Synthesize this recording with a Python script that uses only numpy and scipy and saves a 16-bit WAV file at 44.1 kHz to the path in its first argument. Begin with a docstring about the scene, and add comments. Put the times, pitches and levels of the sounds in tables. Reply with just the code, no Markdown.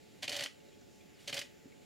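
"""A reflex camera fires two short bursts, three frames then two, close by on a sandy river bank.
Its mirror, curtains and latch are rattles of tiny impacts that, with a grinding rewind motor,
ring one camera body and its low shell; fading noise makes the echoes around it.
Behind: shaped noise for low rumble and soft hiss, a narrow band of insects, a thin hum of two sines,
and a few faint ticks, a gliding chirp and a light rustle."""
import sys
import numpy as np
from scipy import signal
from scipy.fft import rfft, irfft
from scipy.io import wavfile
from scipy.ndimage import uniform_filter1d

SR = 44100
rng = np.random.default_rng(int(sys.argv[2]) if len(sys.argv) > 2 else 0)


def file_out(sig):
    """Save sig as 16-bit WAV at sys.argv[1]."""
    # one column per channel
    cols = np.atleast_2d(sig).T
    # limit, then scale
    lim = np.clip(cols, -1, 1)
    pcm = np.round(lim * 32767).astype(np.int16)
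    wavfile.write(sys.argv[1], SR, pcm)


def voltage_ratio(level):
    """Linear amplitude factor for a level in decibels (scalar or array-like)."""
    return 10 ** (np.asarray(level, float) / 20)


N = 81585  # length in samples
T = np.arange(N) / SR  # time in seconds

# rumble and hiss, relative spectrum: pitch_hz, level_db (per Hz)
AIR_SPECTRUM = [(18, 4), (30, -3.5), (214, 0.5), (353, -2), (435, -2.5), (509, -9.5), (566, -3),
                (645, -15.5), (698, -6.5), (860, -17.5), (981, -21.5), (2210, -13), (6310, -20.5),
                (7200, -23.5), (15800, -30.5)]
# how much the two sides differ in the rumble and hiss: pitch_hz, side_minus_mid_db
AIR_WIDTH = [(30, 17), (60, 5.5), (200, 2), (380, 5.5), (700, 2.5), (1290, -1), (2380, -5), (4400, -10.5),
             (7300, -8), (7700, -47), (15000, -47)]
# hum tones: multiple (of the base pitch), level_db (average rms)
HUM_TONES = [(1, -76.5), (2, -77.5)]
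# rewind motor grinding: start_s, length_s, level_db (before the filters)
MOTOR_RUNS = [(0.22, 0.041, -43), (0.303, 0.16, -40), (1.291, 0.0164, -38), (1.333, 0.073, -39.5)]
# strikes of each moving part: start_s, level_db (before the filters and shared level)
MIRROR_STRIKES = [(.2255, -37.5), (.229, -33), (.2335, -58), (.2405, -37), (.248, -53), (.323, -34),
                  (.3285, -36), (.343, -39), (.372, -42), (.393, -32.5), (.399, -73), (.407, -30.5),
                  (.467, -44.5), (1.2745, -36.5), (1.278, -34), (1.2835, -50.5), (1.2895, -43.5),
                  (1.296, -42.5), (1.370, -35.5), (1.42, -39.5)]
FIRST_CURTAIN_STRIKES = [(.2765, -30), (.3495, -34.5), (.421, -33), (1.3255, -31), (1.3745, -31.5)]
SECOND_CURTAIN_STRIKES = [(.292, -30), (.363, -30.5), (.4345, -30), (1.341, -31.5), (1.389, -31)]
LATCH_STRIKES = [(.3172, -34), (.389, -32), (.4602, -31.5), (1.3665, -30), (1.4142, -32)]
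# how each part's strike swells and dies away: rise_s, t60_s (time to fall 60 dB)
MIRROR_SWELL = (.001, .05)
FIRST_CURTAIN_SWELL = (.004, .04)
SECOND_CURTAIN_SWELL = (.003, .045)
LATCH_SWELL = (.0005, .028)
# colour of each part's rattle: centre_hz, width_hz, treble_db (relative), thump_db (relative push on the shell)
MIRROR_COLOUR = (3289, 3018, -30, -6.5)
FIRST_CURTAIN_COLOUR = (3055, 1400, -15, -1)
SECOND_CURTAIN_COLOUR = (4010, 4500, -12.5, -9)
LATCH_COLOUR = (2391, 2405, -37, -11)
# ringing of the camera body: pitch_hz, width_hz (before damping widens it), level_db (relative)
BODY_MODES = [(1470, 26, -15), (1933, 117, 2), (2440, 29, -5), (3020, 93, 1), (3670, 210, -18),
              (4250, 104, -5.5), (4580, 150, -9), (5600, 46, -15), (6400, 34, -3), (8340, 44, -47)]
# low ringing of the camera shell: pitch_hz, width_hz, level_db (relative)
SHELL_MODES = [(571.7, 29.3, 3.5), (288.5, 33.3, -4.5), (717, 47, -10.5), (454, 102, -11.5), (135, 58, -9)]
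# faint ticks and pips: start_s, level_db (of the sine), pitch_hz, t60_s
FAINT_TICKS = [(.602, -65, 2840, .04), (0.686, -62.5, 3900, 0.035), (0.729, -62, 3280, 0.064),
               (.811, -63.5, 1450, .05), (.811, -63.5, 5900, 0.036), (1.005, -62, 2430, .06),
               (1.009, -63.5, 3400, 0.054), (1.189, -62.5, 2900, 0.071), (1.656, -48.5, 274, 0.068),
               (1.721, -59.5, 2203, 0.065)]
# one gliding chirp: start_s, length_s, from_hz, to_hz, level_db
GLIDE = (1.14, .04, 5500, 3900, -71.5)
# light rustle starting just before the second burst and lasting through it: start_s, length_s, level_db
RUSTLES = [(1.18, 0.29, -64.5)]

BACKGROUND_PAN_DB = -1.5  # left minus right, for air and hum


def band(x, hz, width_hz):
    """A resonance lets one pitch region through, with gain 1 at its centre."""
    return signal.lfilter(*signal.iirpeak(hz, hz / width_hz, SR), x)


def unit(x):
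    """Scale to an average strength (rms) of 1."""
    return x / np.sqrt(np.mean(x ** 2))


def walk(rate):
    """A slow random level of rms 1, made by smoothing about rate random steps per second."""
    k = int(SR / rate)
    steps = np.repeat(rng.standard_normal(N // k + 1), k)
    smooth = uniform_filter1d(uniform_filter1d(steps, k), k)
    return unit(smooth[:N])


def gate(start, length, fade):
    """On for about length seconds from start, with soft edges."""
    edges = np.minimum(T - start, start + length - T) / fade + .5
    return np.clip(edges, 0, 1) ** 2


def blow(start, rise, t60):
    """A strike swells for rise seconds, then dies away."""
    u = np.maximum(T - start, 0)
    return np.minimum(u / rise, 1) * voltage_ratio(-60 * np.maximum(u - rise, 0) / t60)


def grains():
    """Dense tiny impacts of very uneven size."""
    scatter_db = 1.6
    return unit(rng.standard_normal(N) * voltage_ratio(scatter_db * rng.exponential(size=N)))


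def pan(db):
    """Gains for the two sides; db is left minus right."""
    return voltage_ratio(np.array([[db / 2], [-db / 2]]))


def air():
    """Rumble and hiss: shaped noise in half-octave bands, each flickering on its own."""
    level_db, flicker_db, mic_bass_hz = -62.5, 1.2, 67
    pan_top_hz = 3000  # the lean to the right fades out around here
    f = np.maximum(np.fft.rfftfreq(N, 1 / SR), 1)

    def on_curve(table):
        hz, db = np.array(table).T
        return np.interp(np.log(f), np.log(hz), db)

    noise = rfft(rng.standard_normal((2, N)))
    mid, side = noise * voltage_ratio(on_curve(AIR_SPECTRUM)) / (1 + (mic_bass_hz / f) ** 2)
    side = side * voltage_ratio(on_curve(AIR_WIDTH))
    both = np.array([mid + side, mid - side])
    lean = voltage_ratio(np.array([[1], [-1]]) * BACKGROUND_PAN_DB / 2 / (1 + (f / pan_top_hz) ** 4))
    out = 0
    for k in range(8, 29):  # band centres from 16 Hz to about 16 kHz
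        share = np.clip(1 - np.abs(2 * np.log2(f) - k), 0, 1)
        out = out + irfft(both * lean * share, N) * voltage_ratio(flicker_db * walk(8.9))
    return out * voltage_ratio(level_db) / np.sqrt(np.mean(out.mean(0) ** 2))


def insects():
    """Distant insects: noise through two equal resonances, with a flickering level."""
    hz, width_hz, level_db, flicker_db = 7110, 720, -76.5, 1.  # width of each resonance
    x = band(band(rng.standard_normal(N), hz, width_hz), hz, width_hz)
    return unit(x) * voltage_ratio(level_db + flicker_db * walk(40.8))


def hum():
    """A thin tone and its octave, wavering a little in pitch and level."""
    base_hz, wander, flicker_db = 433, 0.0011, 1.  # wander: rms share of the pitch
    phase = 2 * np.pi * np.cumsum(base_hz * (1 + wander * walk(5.2))) / SR
    tones = sum(voltage_ratio(db + flicker_db * walk(14.8)) * np.sin(k * phase) for k, db in HUM_TONES)
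    return np.sqrt(2) * tones  # a sine's peak is sqrt(2) times its rms


def motor():
    """The rewind motor grinds: runs of tiny impacts switched on and off softly."""
    fade_s = .008
    return sum(voltage_ratio(db) * gate(start, length, fade_s) for start, length, db in MOTOR_RUNS) * grains()


def part(strikes, swell, colour):
    """A moving part rattles at each strike; returns its bright sound and its push on the shell."""
    treble_hz = 7800
    hz, width_hz, treble_db, thump_db = colour
    g = grains()
    tone = unit(band(g, hz, width_hz)) + voltage_ratio(treble_db) * unit(band(g, treble_hz, treble_hz))
    envelope = sum(voltage_ratio(db) * blow(start, *swell) for start, db in strikes)
    return envelope * tone, voltage_ratio(thump_db) * envelope * g


def body(bright):
    """The camera body rings at its own pitches when the bright sound drives it."""
    damping = 3  # widens every resonance
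    return unit(sum(voltage_ratio(db) * band(bright, hz, w * damping) for hz, w, db in BODY_MODES))


def shell(push):
    """The camera shell rings low when pushed; its deepest and highest parts are weakened."""
    ring = sum(voltage_ratio(db) * band(push, hz, w) for hz, w, db in SHELL_MODES)
    low_band = signal.butter(2, [91, 860], "band", fs=SR, output="sos")
    return unit(signal.sosfilt(low_band, ring))


def camera():
    """Parts and motor drive the body and the low shell; returns the clatter and the thump."""
    strike_db, body_db, thump_db = -0.5, -9, -13.5
    grind = motor()
    parts = [part(MIRROR_STRIKES, MIRROR_SWELL, MIRROR_COLOUR),
             part(FIRST_CURTAIN_STRIKES, FIRST_CURTAIN_SWELL, FIRST_CURTAIN_COLOUR),
             part(SECOND_CURTAIN_STRIKES, SECOND_CURTAIN_SWELL, SECOND_CURTAIN_COLOUR),
             part(LATCH_STRIKES, LATCH_SWELL, LATCH_COLOUR)]
    bright = voltage_ratio(strike_db) * sum(p[0] for p in parts) + band(grind, 3200, 6700)
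    push = sum(p[1] for p in parts) + grind
    rms = np.sqrt(np.mean(bright ** 2))  # body and shell are set relative to this
    clatter = bright / 2 + voltage_ratio(body_db) * rms * body(bright)
    low_cut = signal.butter(2, 1600, "high", fs=SR, output="sos")
    treble_cut = signal.butter(1, 8850, fs=SR, output="sos")
    clatter = signal.sosfilt(np.vstack([low_cut, treble_cut]), clatter)
    return clatter, voltage_ratio(thump_db) * rms * shell(push)


def echo(x):
    """Scattered reflections from the surroundings: fading noise, partly different at each side."""
    t60_s, start_s, top_hz = 0.25, .005, 14300
    spread, spread_top_hz = 1, 2260  # the sides differ mostly below spread_top_hz
    t = T[:SR // 2]
    mid, side = rng.standard_normal((2, len(t)))
    side = spread * signal.lfilter(*signal.butter(2, spread_top_hz, fs=SR), side)
    tail = mid + side * np.array([[1], [-1]])
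    tail = tail * voltage_ratio(-60 * t / t60_s) * (t > start_s)
    tail = signal.lfilter(*signal.butter(1, top_hz, fs=SR), tail)
    tail = tail / np.sqrt(np.sum(tail ** 2) / 2)
    return signal.fftconvolve(x[None], tail, axes=1)[:, :N]


def ticks():
    """Each faint tick is a short dying sine with some grainy noise at the same pitch."""
    rise_s, sharpness = .002, 12
    g = grains()
    out = 0
    for start, db, hz, t60 in FAINT_TICKS:
        tone = np.sin(2 * np.pi * hz * T) + .5 * unit(band(g, hz, hz / sharpness))
        out = out + voltage_ratio(db) * blow(start, rise_s, t60) * tone
    return out


def chirp():
    """A short sine whose pitch glides down evenly."""
    start, length, from_hz, to_hz, db = GLIDE
    pitch_hz = np.interp(T, [start, start + length], [from_hz, to_hz])
    return voltage_ratio(db) * gate(start, length, 0.0082) * np.sin(2 * np.pi * np.cumsum(pitch_hz) / SR)


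def rustle():
    """A light rustle: tiny impacts through one broad resonance."""
    hz, fade_s = 3260, .04
    envelope = sum(voltage_ratio(db) * gate(start, length, fade_s) for start, length, db in RUSTLES)
    return envelope * unit(band(grains(), hz, hz))


def scene():
    """The camera near the centre with its echoes, over the background."""
    clatter_pan_db, thump_pan_db = -1.1, -4  # left minus right
    echo_db, thump_echo_db = -11.5, -5  # the thump echoes less than the clatter
    treble_width_db, wide_hz = -8, 7560
    background = air() + insects() + hum() * pan(BACKGROUND_PAN_DB)
    clatter, thump = camera()
    direct = clatter * pan(clatter_pan_db) + thump * pan(thump_pan_db)
    # a treble copy 40 samples late, with opposite sign at each side, makes the sides differ
    high = signal.butter(2, wide_hz, "high", fs=SR, output="sos")
    wide = signal.sosfilt(high, np.roll(clatter, shift=40)) * np.array([[1], [-1]])
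    echoes = voltage_ratio(echo_db) * echo(clatter + voltage_ratio(thump_echo_db) * thump)
    small_sounds = ticks() + chirp() + rustle()
    return direct + voltage_ratio(treble_width_db) * wide + echoes + small_sounds + background


def band_limit(x):
    """A steep low-pass at the top of the band."""
    return signal.sosfilt(signal.butter(12, 15970, fs=SR, output="sos"), x)


def record(dry):
    """The recorder steeply cuts the top of the sound."""
    top_hz = 15950
    top_cut = signal.ellip(8, .2, 70, top_hz, fs=SR, output="sos")
    mix = signal.sosfilt(top_cut, dry)
    return band_limit(mix)


dry = scene()
out = record(dry)
file_out(out)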